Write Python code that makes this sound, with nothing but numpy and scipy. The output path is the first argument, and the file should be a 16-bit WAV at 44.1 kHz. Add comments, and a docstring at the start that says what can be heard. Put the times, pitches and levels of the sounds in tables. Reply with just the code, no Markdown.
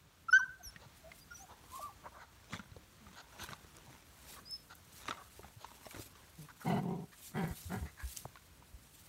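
"""Puppies play-fight under a garden shrub, a few metres from a hand-held camera's microphone, in quiet air.
At once one whimpers, squeaks through its nose and yelps: wavering near-pure tones; dull echoes answer.
Bumps, knocks and huffs follow: short decaying tones, struck noise, puffs through muzzle resonances.
From about three seconds come short growls: uneven pulses and breath through moving resonances.
All along, needles scuff and leaves shake as coloured noise; dry leaves snap, and late on one knock thuds."""
import sys
import numpy as np
from scipy import signal
from scipy.fft import rfft, irfft
from scipy.io import wavfile
from scipy.ndimage import uniform_filter1d

SR = 44100
rng = np.random.default_rng(int(sys.argv[2]) if len(sys.argv) > 2 else 0)


def wav_record(signal):
    """Record a signal, one row per channel, as 16-bit PCM in the file named by sys.argv[1]."""
    frames = np.transpose(np.atleast_2d(signal))
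    bounded = np.clip(frames, -1, 1)
    # unit amplitude maps onto the largest positive 16-bit level
    quanta = np.round(bounded * 32767).astype(np.int16)
    wavfile.write(sys.argv[1], SR, quanta)


N = 400560  # length in samples


def amp(db):
    """Decibels to gain."""
    return 10 ** (np.asarray(db) / 20)


def unit(x):
    """Scales to an rms of one."""
    return x / np.sqrt(np.mean(x ** 2) + 1e-20)


def read(points, hz):
    """Reads a spectrum on a log-frequency axis."""
    point_hz, value = np.transpose(points)
    return np.interp(np.log(hz + 1), np.log(point_hz + 1), value)


def over_time(points):
    """Reads a curve of (time, value) at every sample of the scene."""
    return np.interp(np.arange(N) / SR, *np.transpose(points))


def follow(rows):
    """Start time and the columns of a curve, sample by sample."""
    s, *columns = np.transpose(rows)
    t = np.arange(s[0], s[-1], 1 / SR)
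    return s[0], [np.interp(t, s, column) for column in columns]


def add(mix, s, sound):
    """Lays a sound into the mix at time s."""
    part = mix[max(round(s * SR), 0):][:len(sound)]
    part += sound[:len(part)]


def fade(x, size=130):
    """Softens both ends over a number of samples."""
    i = np.arange(len(x))
    return x * np.minimum(np.minimum(i, i[::-1]) / size, 1)


def drift(count, hz):
    """Smooth random wandering, about one in rms, that moves up to some hz times a second."""
    f = np.fft.rfftfreq(count + SR, 1 / SR)
    slow = rfft(rng.standard_normal(count + SR)) * np.exp(-(f / hz) ** 2)
    return unit(irfft(slow))[:count]


def colour(x, spectrum):
    """Gives a sound a spectrum and an rms of one."""
    gain = amp(read(spectrum, np.fft.rfftfreq(len(x), 1 / SR)))
    return unit(irfft(rfft(x) * gain, len(x)))


def resonate(x, hz, width):
    """A resonance of gain one at its peak."""
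    return signal.lfilter(*signal.iirpeak(hz, hz / width, SR), x)


def throat(x, modes):
    """Steep resonances, each passed twice, with dark valleys between them."""
    return sum(amp(db) * resonate(resonate(x, hz, width), hz, width) for hz, width, db in modes)


def moving(x, modes, shift):
    """Steep resonances that all glide by the factor shift."""
    out = 0
    for hz, width, db in modes:
        # bring the resonance down to zero Hz, smooth there, and turn it back up
        turn = np.exp(2j * np.pi * np.cumsum(hz * shift) / SR)
        r = np.exp(-np.pi * width / SR)
        smooth = signal.lfilter([(1 - r) ** 2], np.poly([r, r]), x / turn)
        out = out + amp(db) * 2 * (turn * smooth).real
    return out


def crackle(per_s, spread_db, hiss):
    """Countless tiny clicks of uneven size over a smooth hiss."""
    sizes = amp(spread_db * np.minimum(rng.exponential(1, N), 4)) * rng.standard_normal(N)
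    clicks = unit(sizes * (rng.random(N) < per_s / SR))
    return clicks + hiss * rng.standard_normal(N)


def mottle(x, depth_db):
    """Every contact has its own pitch: short patches of the spectrum stand out or sink."""
    z = signal.stft(x, nperseg=512, noverlap=384)[2]
    patches = uniform_filter1d(rng.standard_normal(z.shape), size=4, axis=0)
    patches = unit(uniform_filter1d(patches, size=7, axis=1))
    return signal.istft(z * unit(amp(depth_db * patches)), nperseg=512, noverlap=384)[1][:len(x)]


def swells(rows, range_db=18.5):
    """Gain of overlapping movements that change by range_db over their rise or fall time."""
    t, power = np.arange(0, N, 32) / SR, 0
    for s, db, rise_s, fall_s in rows:
        away = np.maximum((s - t) / rise_s, (t - s) / fall_s)
        power = power + amp(db - range_db * away) ** 2
    return np.interp(np.arange(N) / SR, t, np.sqrt(power))


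def arch(length, db, pitches, ends_db, crest):
    """Pitch and level of a short call: one smooth bend through three pitches, one swell.

    Its ends lie ends_db under its crest, which comes at the share crest of its length."""
    u = np.linspace(0, 1, int(length * SR))
    from_crest = np.interp(u, [0, crest, 1], [-1, 0, 1])
    return np.polyval(np.polyfit([0, .5, 1], pitches, 2), u), db - ends_db * from_crest ** 2


def whine(hz, db, tone, jitter, shimmer_db, full_db=-20, purity=.3):
    """A nearly pure call that trembles a little; overtones grow with effort."""
    slack = np.clip((full_db - db) / 20, .2, 1.5)  # soft calls are less steady
    trembling_hz = hz * (1 + slack * jitter * drift(len(hz), 300))
    angle = 2 * np.pi * np.cumsum(trembling_hz) / SR
    overtones = sum(amp(part_db) * np.sin(round(k) * angle) for k, part_db in tone[1:])
    wave = amp(tone[0][1]) * np.sin(angle) + overtones * amp(purity * (db - full_db))
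    return fade(np.sqrt(2) * wave * amp(db + slack * shimmer_db * drift(len(hz), 90)))


def air(wash_db=-64, breeze_db=-70, gust_db=2.5):
    """Quiet outdoor wash and a lumpy breeze on the microphone: coloured noise that swells together."""
    # spectrum of the wash: freq_hz, relative level_db
    wash_spectrum = [(18, -28.5), (30, -5.5), (59, 8), (85, 5.5), (182, -7), (341, -14), (1510, -11),
                     (1910, -13.5), (4310, -17), (4910, -20), (6050, -18.5), (11300, -28), (15500, -23)]
    # slow swells of the whole: time_s, gain_db
    wash_swell = [(0, -2), (.5, 0.5), (0.798, 2.5), (2.4, 0), (4.2, 1.5), (6.2, -1), (9.08, 0.5)]
    wash = colour(rng.standard_normal(N), wash_spectrum) * amp(wash_db + 1.2 * drift(N, 6))
    breeze = unit(throat(rng.standard_normal(N), [(71, 310, -2.5), (135, 89, -8)]))
    outdoors = wash + breeze * amp(breeze_db + gust_db * drift(N, 13.7))
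    return outdoors * amp(over_time(wash_swell))


def leaves(gain_db=-1, clump_db=2.0, tick_db=-9):
    """Leaves brush each other as the shrub shakes, with a sprinkle of drier ticks."""
    # pushes that shake the shrub: peak_time_s, level_db before gain_db, rise_s, fall_s
    pushes = [(.98, -64.5, .12, 0.11), (1.19, -60, .15, .1), (1.39, -61.5, .1, .25),
              (1.76, -54.5, 0.14, 0.16), (1.83, -48.5, 0.032, 0.033), (3.44, -50.5, 0.064, 0.097),
              (4.32, -53, 0.13, 0.087), (4.97, -55.5, 0.071, 0.11), (5.39, -61, 0.45, 0.084),
              (6.03, -52, 0.33, .09), (6.43, -55.5, 0.13, 0.082), (6.67, -55, 0.13, 0.2),
              (7.27, -47.5, 0.12, 0.061), (7.58, -51, 0.27, 0.24), (7.73, -53.5, 0.082, .2),
              (8.11, -50, 0.16, 0.12), (8.172, -46, 0.036, 0.092), (8.98, -61, 0.21, 0.31)]
    # leaves stirring between pushes: time_s, level_db before gain_db
    stirring = [(0, -75.5), (2.5, -72.5), (4.6, -65), (6.5, -68.5), (9.08, -67.5)]
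    # spectrum of the leaves: freq_hz, relative level_db
    leaf_spectrum = [(880, -24.5), (1500, -15.5), (2440, -6), (3280, -5), (4390, -3), (5040, -5),
                     (8710, -1), (10500, -4.5), (11700, -1.5), (15500, -8)]
    shake = np.hypot(swells(pushes), amp(over_time(stirring)))
    brush = rng.standard_normal(N) * amp(clump_db * drift(N, 36))
    ticks = amp(tick_db) * crackle(per_s=200, spread_db=3, hiss=0)
    return amp(gain_db) * shake * colour(brush + ticks, leaf_spectrum)


def scuffs(clump_db=0.5, shuffle_db=-69, restless_db=4):
    """Paws drag through needles: clumps of small clicks under each stroke, over a restless shuffle."""
    # paw strokes through the pine needles: peak_time_s, peak_db, rise_s, fall_s
    strokes = [(2.536, -42, 0.031, 0.054), (3.42, -56, .03, .15), (3.535, -53.5, 0.18, 0.02),
               (3.77, -60.5, .03, 0.025), (3.91, -67, 0.071, 0.0088), (4.37, -60.5, 0.23, 0.033),
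               (5.092, -48.5, 0.094, .095), (5.49, -63, .08, 0.017), (5.66, -62, 0.14, 0.41),
               (5.862, -55, 0.055, .03), (5.955, -50.5, 0.053, 0.09)]
    # spectrum of the needles: freq_hz, relative level_db
    needle_spectrum = [(120, -25.5), (200, -1.5), (467, -6.5), (647, -4), (761, -8), (896, -1.5),
                       (1540, -7), (3010, -12.5), (3800, -10.5), (4810, -20), (5760, -12.5), (15000, -40.5)]
    # the small steps grow audible as the camera comes nearer, then sink again
    nearness = np.interp(np.arange(N) / SR, [0, 3.5, 8, 9], [0.34, 1, 0.51, 0.15])
    shuffle = nearness * amp(shuffle_db + restless_db * drift(N, 3.9))
    grains = crackle(per_s=1600, spread_db=3, hiss=.4) * amp(clump_db * drift(N, 70))
    return (swells(strokes) + shuffle) * colour(grains, needle_spectrum)


def cries():
    """The yelp, the whimpers, and the cracks in which the voice drops to a lower register, with leaking air."""
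    # the one loud yelp: time_s, pitch_hz, level_db
    yelp = [(.325, 1380, -46), (.330, 1475, -21.5), (.336, 1500, -19), (.352, 1518, -19.3),
            (.359, 1555, -21.5), (.369, 1562, -19.7), (.385, 1540, -35)]
    # soft whimpers: start_s, length_s, peak_db, first_hz, middle_hz, last_hz
    whimpers = [(.283, .021, -33, 1328, 1346, 1400), (0.593, 0.029, -58.5, 740, 712, 700),
                (1.035, 0.069, -56.5, 632, 654, 710), (1.304, 0.041, -50, 1375, 1432, 1410),
                (1.387, 0.077, -58.5, 755, 780, 664), (1.715, 0.096, -50.5, 970, 1072, 1070),
                (1.801, 0.096, -44.5, 1103, 1177, 1030)]
    # a strained cry cracks into a lower register: start_s, peak_db, pitch_hz that it sinks towards
    cracks = [(0.386, -38.5, 997), (1.792, -48.5, 607), (1.884, -49.5, 795)]
    # voice at full effort: harmonic number, level_db
    cry_tone = [(1, -0.5), (2, -25.5), (3, -33.5), (4, -26.5), (5, -54)]
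    # air that escapes with a cry: freq_hz, width_hz of each pass, level_db against the voice
    escaping_air = [(3600, 1500, -42), (5600, 780, -40.5)]
    crack_s, crack_fade_db = 0.034, 14.5
    out, t = np.zeros(N), np.arange(0, crack_s, 1 / SR)
    calls = [follow(yelp)]
    for s, length, peak_db, *pitches in whimpers:
        calls.append((s, arch(length, peak_db, pitches, ends_db=9.5, crest=0.61)))
    for s, peak_db, low_hz in cracks:
        sinking_hz = low_hz * (1 + 0.59 * np.exp(-t / 0.0049))  # starts higher by this share
        calls.append((s, (sinking_hz, peak_db - crack_fade_db * t / crack_s)))
    for s, (hz, db) in calls:
        rush = rng.standard_normal(len(hz))
        leak = sum(amp(air_db) * unit(throat(rush, [(air_hz, width, 0)]))
                   for air_hz, width, air_db in escaping_air)
        voice = whine(hz, db, cry_tone, jitter=0.012, shimmer_db=1.9)
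        add(out, s, voice + fade(leak * amp(db)))
    return out


def squeaks():
    """High whistles through the nose, each with some of its octave."""
    # squeaks: start_s, length_s, peak_db, first_hz, middle_hz, last_hz, octave_db at full effort
    squeak_rows = [(.306, 0.034, -48.5, 5360, 5280, 5650, -2.5),
                   (0.382, 0.024, -50.5, 5820, 5810, 5850, -7.5),
                   (0.629, 0.075, -49.5, 6520, 5640, 5400, 2.5), (1.205, 0.039, -62, 4800, 4825, 4860, -12),
                   (1.305, 0.033, -61, 5600, 5580, 5700, -18), (1.342, 0.028, -52.5, 6020, 5860, 5900, -6),
                   (1.352, 0.1, -59.5, 5660, 6000, 7250, -12), (4.453, 0.042, -56, 4900, 4960, 5170, -20),
                   (4.492, 0.079, -43.5, 5130, 5250, 5150, -18)]
    out = np.zeros(N)
    for s, length, peak_db, *pitches, octave_db in squeak_rows:
        hz, db = arch(length, peak_db, pitches, ends_db=10, crest=0.59)
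        add(out, s, whine(hz, db, [(1, 0), (2, octave_db)], jitter=0.0014, shimmer_db=1.46))
    return out


def bumps(gain_db=1):
    """Soft ground gives way for a few cycles under a foot: a low tone that swells and dies."""
    # feet on the ground: start_s, level_db before gain_db, pitch_hz, swell_s
    bump_rows = [(0.659, -46, 54, 0.0083), (0.857, -50.5, 127, 0.006), (2.54, -60, 97.8, 0.0086),
                 (3.417, -47.5, 87, .007), (3.877, -52, 126, 0.0097), (5.089, -42.5, 302, 0.0026),
                 (5.565, -48.5, 106.6, 0.0061), (7.504, -34.5, 70.3, 0.005), (7.652, -41, 84.6, 0.013),
                 (7.762, -38, 111, 0.01), (7.806, -36.5, 73, 0.016), (8.029, -35.5, 62.4, 0.014),
                 (8.25, -42, 126, 0.0047), (8.737, -42.5, 58.4, 0.0054)]
    out, t = np.zeros(N), np.arange(9000) / SR
    for s, db, hz, swell_s in bump_rows:
        swell = t / swell_s * np.exp(1 - t / swell_s)
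        add(out, s, amp(gain_db + db) * np.sin(2 * np.pi * hz * t) * swell)
    return out


def knocks(gain_db=-3, ring_db=2, clatter_db=-4, crack_db=-1,
           ring_s=0.0048, crack_s=0.002, clatter_s=0.005, thud_s=0.0089):
    """A blow cracks, rings the wood briefly, rattles the litter and pushes the ground."""
    # paws and bodies on stems and twigs: start_s, level_db before gain_db, ring_hz,
    # extra crack_db, thud_db
    blows = [(0.761, -43, 1860, -14, -1), (1.117, -43, 2100, -21, -21), (2.534, -36, 2045, -23, 5.5),
             (2.542, -38, 1570, -19, 0), (2.594, -38, 1400, -32, 0), (2.717, -55.5, 346, 5, 16),
             (2.765, -44, 494, -3, 3), (3.067, -49.5, 1220, -14, 4), (3.396, -41.5, 1500, -17, -7),
             (3.489, -39, 1550, -3, -3), (3.52, -43, 1460, -16, 2.5), (3.532, -39.5, 1160, 3, -13),
             (3.644, -46, 307, -9, -5), (5.082, -38, 2040, 8, -30), (5.085, -31, 1183, -3, -14),
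             (5.109, -27, 1330, -3, -34), (5.126, -37, 1160, -13, -11), (5.393, -41, 410, -26, -4),
             (5.432, -45, 1275, -25, -4), (5.445, -42.5, 810, -28, -3), (5.645, -37, 940, -2, -29),
             (5.866, -37, 610, -24, -29), (5.909, -43.5, 2300, 4.5, -23), (5.945, -41, 297, -5, -5),
             (5.964, -40.5, 293, -12, 1), (5.994, -40.5, 315, -12, 3.5), (6.487, -46.5, 1170, -22, -19),
             (7.438, -33.5, 384, -10, 7), (8.356, -44, 1080, -2, -30), (8.371, -51, 1430, 3, -30),
             (8.624, -53, 957, -24, -20)]
    crack_modes = [(2160, 1300, 6.0), (3800, 560, 12.5), (6300, 1000, -1.5)]  # Hz, width Hz, dB
    out, t = np.zeros(N), np.arange(6000) / SR
    for s, db, hz, hard_db, heavy_db in blows:
        litter_noise, crack_noise = rng.standard_normal((2, len(t)))
        ring = np.sin(2 * np.pi * hz * t) * np.exp(-t / ring_s)
        clatter = unit(throat(litter_noise, [(hz, 1.2 * hz, 0)])) * np.exp(-t / clatter_s)
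        crack = unit(throat(crack_noise, crack_modes)) * np.exp(-t / crack_s)
        thud = np.sin(2 * np.pi * rng.uniform(82.5, 210) * t) * np.exp(-t / thud_s)
        blow = amp(ring_db) * ring + amp(clatter_db) * clatter
        blow += amp(crack_db + hard_db) * crack + amp(heavy_db) * thud
        add(out, s, amp(gain_db + db) * blow)
    return out


def huffs(gain_db=2, flutter_db=2.2, wobble=.05):
    """Puppies huff into each other's fur: short fluttering puffs of air through muzzle and nose."""
    # puffs: start_s, length_s, level_db before gain_db, muzzle_hz, nose hiss_db against the muzzle
    puffs = [(0.792, 0.081, -61, 860, -6), (1.479, 0.075, -57, 930, -11.5), (2.035, 0.056, -50, 985, -37),
             (2.132, 0.07, -56, 1150, -22), (2.182, 0.081, -57, 1395, -11), (3.155, 0.071, -55, 1340, -3),
             (3.382, 0.076, -52.5, 1550, 1), (4.354, 0.055, -57, 1170, -14),
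             (4.69, 0.053, -55.5, 1380, -5.5), (5.169, 0.068, -54.5, 1200, -21),
             (5.581, 0.1, -63, 910, -0.5), (6.482, 0.041, -58.5, 1390, -10),
             (6.593, 0.064, -56.5, 1430, -22), (7.112, 0.044, -62, 1700, -7),
             (7.848, 0.065, -58, 1970, -10.5), (7.963, 0.098, -56, 1680, -15)]
    # muzzle resonances: multiple of muzzle_hz, width_hz of each pass, relative level_db
    muzzle_modes = [(.68, 318, 12.5), (1, 390, 17.5), (1.3, 354, 8)]
    # nose resonances: freq_hz, width_hz of each pass, relative level_db
    nose_modes = [(3090, 2100, 8.5), (3870, 1000, 7), (6250, 710, 7.5)]
    out = np.zeros(N)
    for s, length, db, hz, hiss_db in puffs:
        n = int(length * SR)
        flow = rng.standard_normal(n) * amp(flutter_db * drift(n, 56))
        shift = 1 + wobble * drift(n, 8.6)
        muzzle = moving(flow, [(k * hz, width, mode_db) for k, width, mode_db in muzzle_modes], shift)
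        puff = unit(muzzle) + amp(hiss_db) * unit(moving(flow, nose_modes, shift))
        add(out, s, amp(gain_db + db) * puff * np.sin(np.linspace(0, np.pi, n)))
    return out


def growl_gesture(length, swell_s, peak_db, fade_db, first_hz, last_hz, rough, jaw_db, teeth_db):
    """One push of breath: it starts, swells and fades while the pitch glides and the jaw opens and sinks."""
    onset_s, release_s, silent_db = .022, 0.027, 20.5  # the voice starts and stops from this far down
    jaw_open_s, jaw_shut_db, jaw_close_db = 0.032, 10, 4
    calm_ends = .5  # share of the roughness left as the voice starts and stops
    t = np.arange(0, length, 1 / SR)
    voiced = np.clip(np.minimum(t / onset_s, (length - t) / release_s), 0, 1)
    growing = np.clip(1 - t / swell_s, 0, 1)
    spent = np.clip((t - swell_s) / (length - swell_s), 0, 1)
    db = peak_db - silent_db * (1 - voiced) - 5.5 * growing - fade_db * spent
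    mouth_db = -jaw_shut_db * np.clip(1 - t / jaw_open_s, 0, 1) - jaw_close_db * spent
    hz = first_hz + (last_hz - first_hz) * t / length
    return hz, db, rough * (calm_ends + (1 - calm_ends) * voiced), jaw_db + mouth_db, teeth_db


def growls(jitter=.32, flutter_db=5.5, breath=.7, wobble=.045, smear=.7, smear_s=.004):
    """Slack folds slap unevenly and let through puffs of air; jaw and lips open the upper resonances."""
    # bouts: start_s, length_s, swell_s, peak_db, fade_db, first_hz, last_hz, roughness (0-1),
    # open jaw_db, bared teeth_db
    bouts = [(2.989, 0.16, .02, -61.5, 2, 229.6, 170.4, 0.03, -18, -14),
             (6.37, .115, 0.022, -48.5, 11, 166.5, 142.3, 0.16, -32, -20),
             (6.639, .185, 0.074, -32.5, 4.5, 215, 189, .66, 2.2, -1),
             (6.795, .275, 0.11, -36.5, 13.5, 173.5, 156, .58, -4, -26),
             (7.333, .225, 0.068, -35.5, 16.5, 203.7, 150.4, .52, 0.3, 9),
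             (7.685, 0.14, 0.062, -39, 22, 188.8, 151.4, 0.62, -1.5, 6),
             (7.8, 0.093, .03, -49.5, 2.5, 138.4, 140, .6, -1, 0)]
    # resonances, by what opens them: freq_hz, width_hz of each pass, relative level_db
    chest_modes = [(162, 113, 9.5), (388, 55, 3.5)]
    jaw_modes = [(728, 44, 4.5), (918, 93, 0)]
    teeth_modes = [(1270, 170, -30), (1510, 400, -12), (1890, 230, -14.5)]
    # brighter resonances of a wide-open mouth, same columns
    bright_modes = [(2040, 49, -11), (3060, 250, -19.5), (4030, 420, -34)]
    # air rushing through an open mouth, same columns
    rasp_modes = [(2870, 1500, -24), (3820, 640, -32)]
    out = np.zeros(N)
    for s, *gesture in bouts:
        hz, db, rough, jaw_db, teeth_db = growl_gesture(*gesture)
        n = len(hz)
        turns = np.cumsum(hz * (1 + jitter * rough * drift(n, 110))) / SR
        slaps = unit(np.diff(np.floor(turns), prepend=0))  # one pulse a turn
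        puffs = unit((0.31 + np.exp(-(turns % 1))) * rng.standard_normal(n))
        drive = (slaps + breath * rough * puffs) * amp(flutter_db * rough * drift(n, 130))
        # a gentle growl is a closed-mouth hum with little but its fundamental
        hum = throat(drive, chest_modes[:1])
        chest = hum + np.minimum(2 * rough, 1) * throat(drive, chest_modes[1:])
        # the mouth keeps changing shape as the puppy bites and tugs
        shift = 1 + wobble * drift(n, 31)
        edge = amp(2.6 * jaw_db) * (moving(drive, bright_modes, shift) + moving(puffs, rasp_modes, shift))
        edge += amp(teeth_db) * moving(drive, teeth_modes, shift)
        # stems and leaves scatter the short waves
        scatter = rng.standard_normal(900) * np.exp(-np.arange(900) / SR / smear_s)
        scattered = signal.fftconvolve(edge, scatter / np.linalg.norm(scatter))[:n]
        edge = (edge + smear * scattered) / np.hypot(1, smear)
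        voice = chest + amp(jaw_db) * moving(drive, jaw_modes, shift) + edge
        # the chest sound is held level, so that db alone sets its loudness
        strength = np.sqrt(np.abs(uniform_filter1d(chest ** 2, size=1300)) + 1e-9)
        add(out, s, fade(voice / strength * amp(db)))
    return out


def snaps(decay_s=.0018):
    """Single dry leaves crack with a bright tick of decaying, resonant noise."""
    # ticks: start_s, level_db, freq_hz
    ticks = [(3.7675, -46.5, 7260), (4.5098, -42.5, 9200), (4.7527, -50, 12440), (7.477, -44, 12570),
             (8.166, -39, 6800), (8.1721, -32, 7450)]
    out, t = np.zeros(N), np.arange(900) / SR
    for s, db, hz in ticks:
        tick = unit(resonate(rng.standard_normal(len(t)), hz, 2300))
        add(out, s, amp(db) * tick * np.exp(-t / decay_s))
    return out


def thock(s=8.2535, level_db=-33, top_hz=1150, end_hz=110, fall_s=0.0043, decay_s=0.0041):
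    """One dull, close knock whose pitch drops at once into a thud."""
    out, t = np.zeros(N), np.arange(3000) / SR
    hz = end_hz + (top_hz - end_hz) * np.exp(-t / fall_s)
    knock = np.sin(2 * np.pi * np.cumsum(hz) / SR) * np.exp(-t / decay_s)
    add(out, s, amp(level_db) * fade(knock, size=30))
    return out


def garden(x, tail_db=-26, blur_db=-9, dull_hz=2600):
    """A few dull, blurred echoes off the walls and a thin tail scattered by trees."""
    # echoes off fence and walls: delay_s, level_db before dulling
    echo_rows = [(.064, -16), (.113, -31.5), (.163, -31)]
    # decay of the tail: freq_hz, time to fall 60 dB_s
    tail_decay = [(100, .3), (1500, 0.79), (3500, .3), (15000, 0.3)]
    hz, t, z = signal.stft(rng.standard_normal(SR), SR, nperseg=256)
    tail = signal.istft(z * amp(-60 * t / read(tail_decay, hz)[:, None]), SR, nperseg=256)[1]
    echoes = np.zeros(len(tail))
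    for delay, db in echo_rows:
        blur = rng.standard_normal(400) * np.linspace(1, 0, 400)
        add(echoes, delay, amp(db + blur_db) * blur / np.linalg.norm(blur))
        add(echoes, delay, amp([db]))
    echoes = signal.lfilter(*signal.butter(1, dull_hz, fs=SR), echoes)
    return signal.fftconvolve(x, echoes + amp(tail_db) * tail / np.linalg.norm(tail))[:N]


def scene(growl_room_db=-7, scuffle_room_db=-1):
    """Puppies and shrub in the open garden; voices and scuffle also reach the walls."""
    crying, squeaking, growling = cries(), squeaks(), growls()
    scuffle = mottle(scuffs(), depth_db=3.8) + huffs() + knocks() + snaps()
    room = garden(crying + squeaking + amp(growl_room_db) * growling + amp(scuffle_room_db) * scuffle)
    puppies = crying + squeaking + growling + scuffle + room
    shrub = mottle(leaves(), depth_db=2.5)
    return (puppies + shrub + bumps() + thock() + air())[None]


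def record(dry, low_hz=40, edge_hz=15780):
    """The microphone's bass cut and the recorder's band limit."""
    thin = signal.sosfilt(signal.butter(N=3, Wn=low_hz, btype="high", fs=SR, output="sos"), dry)
    band_limit = signal.firwin(701, edge_hz, window=("kaiser", 9), fs=SR)
    return signal.oaconvolve(thin, band_limit[None], "same")


dry = scene()
out = record(dry)
wav_record(out)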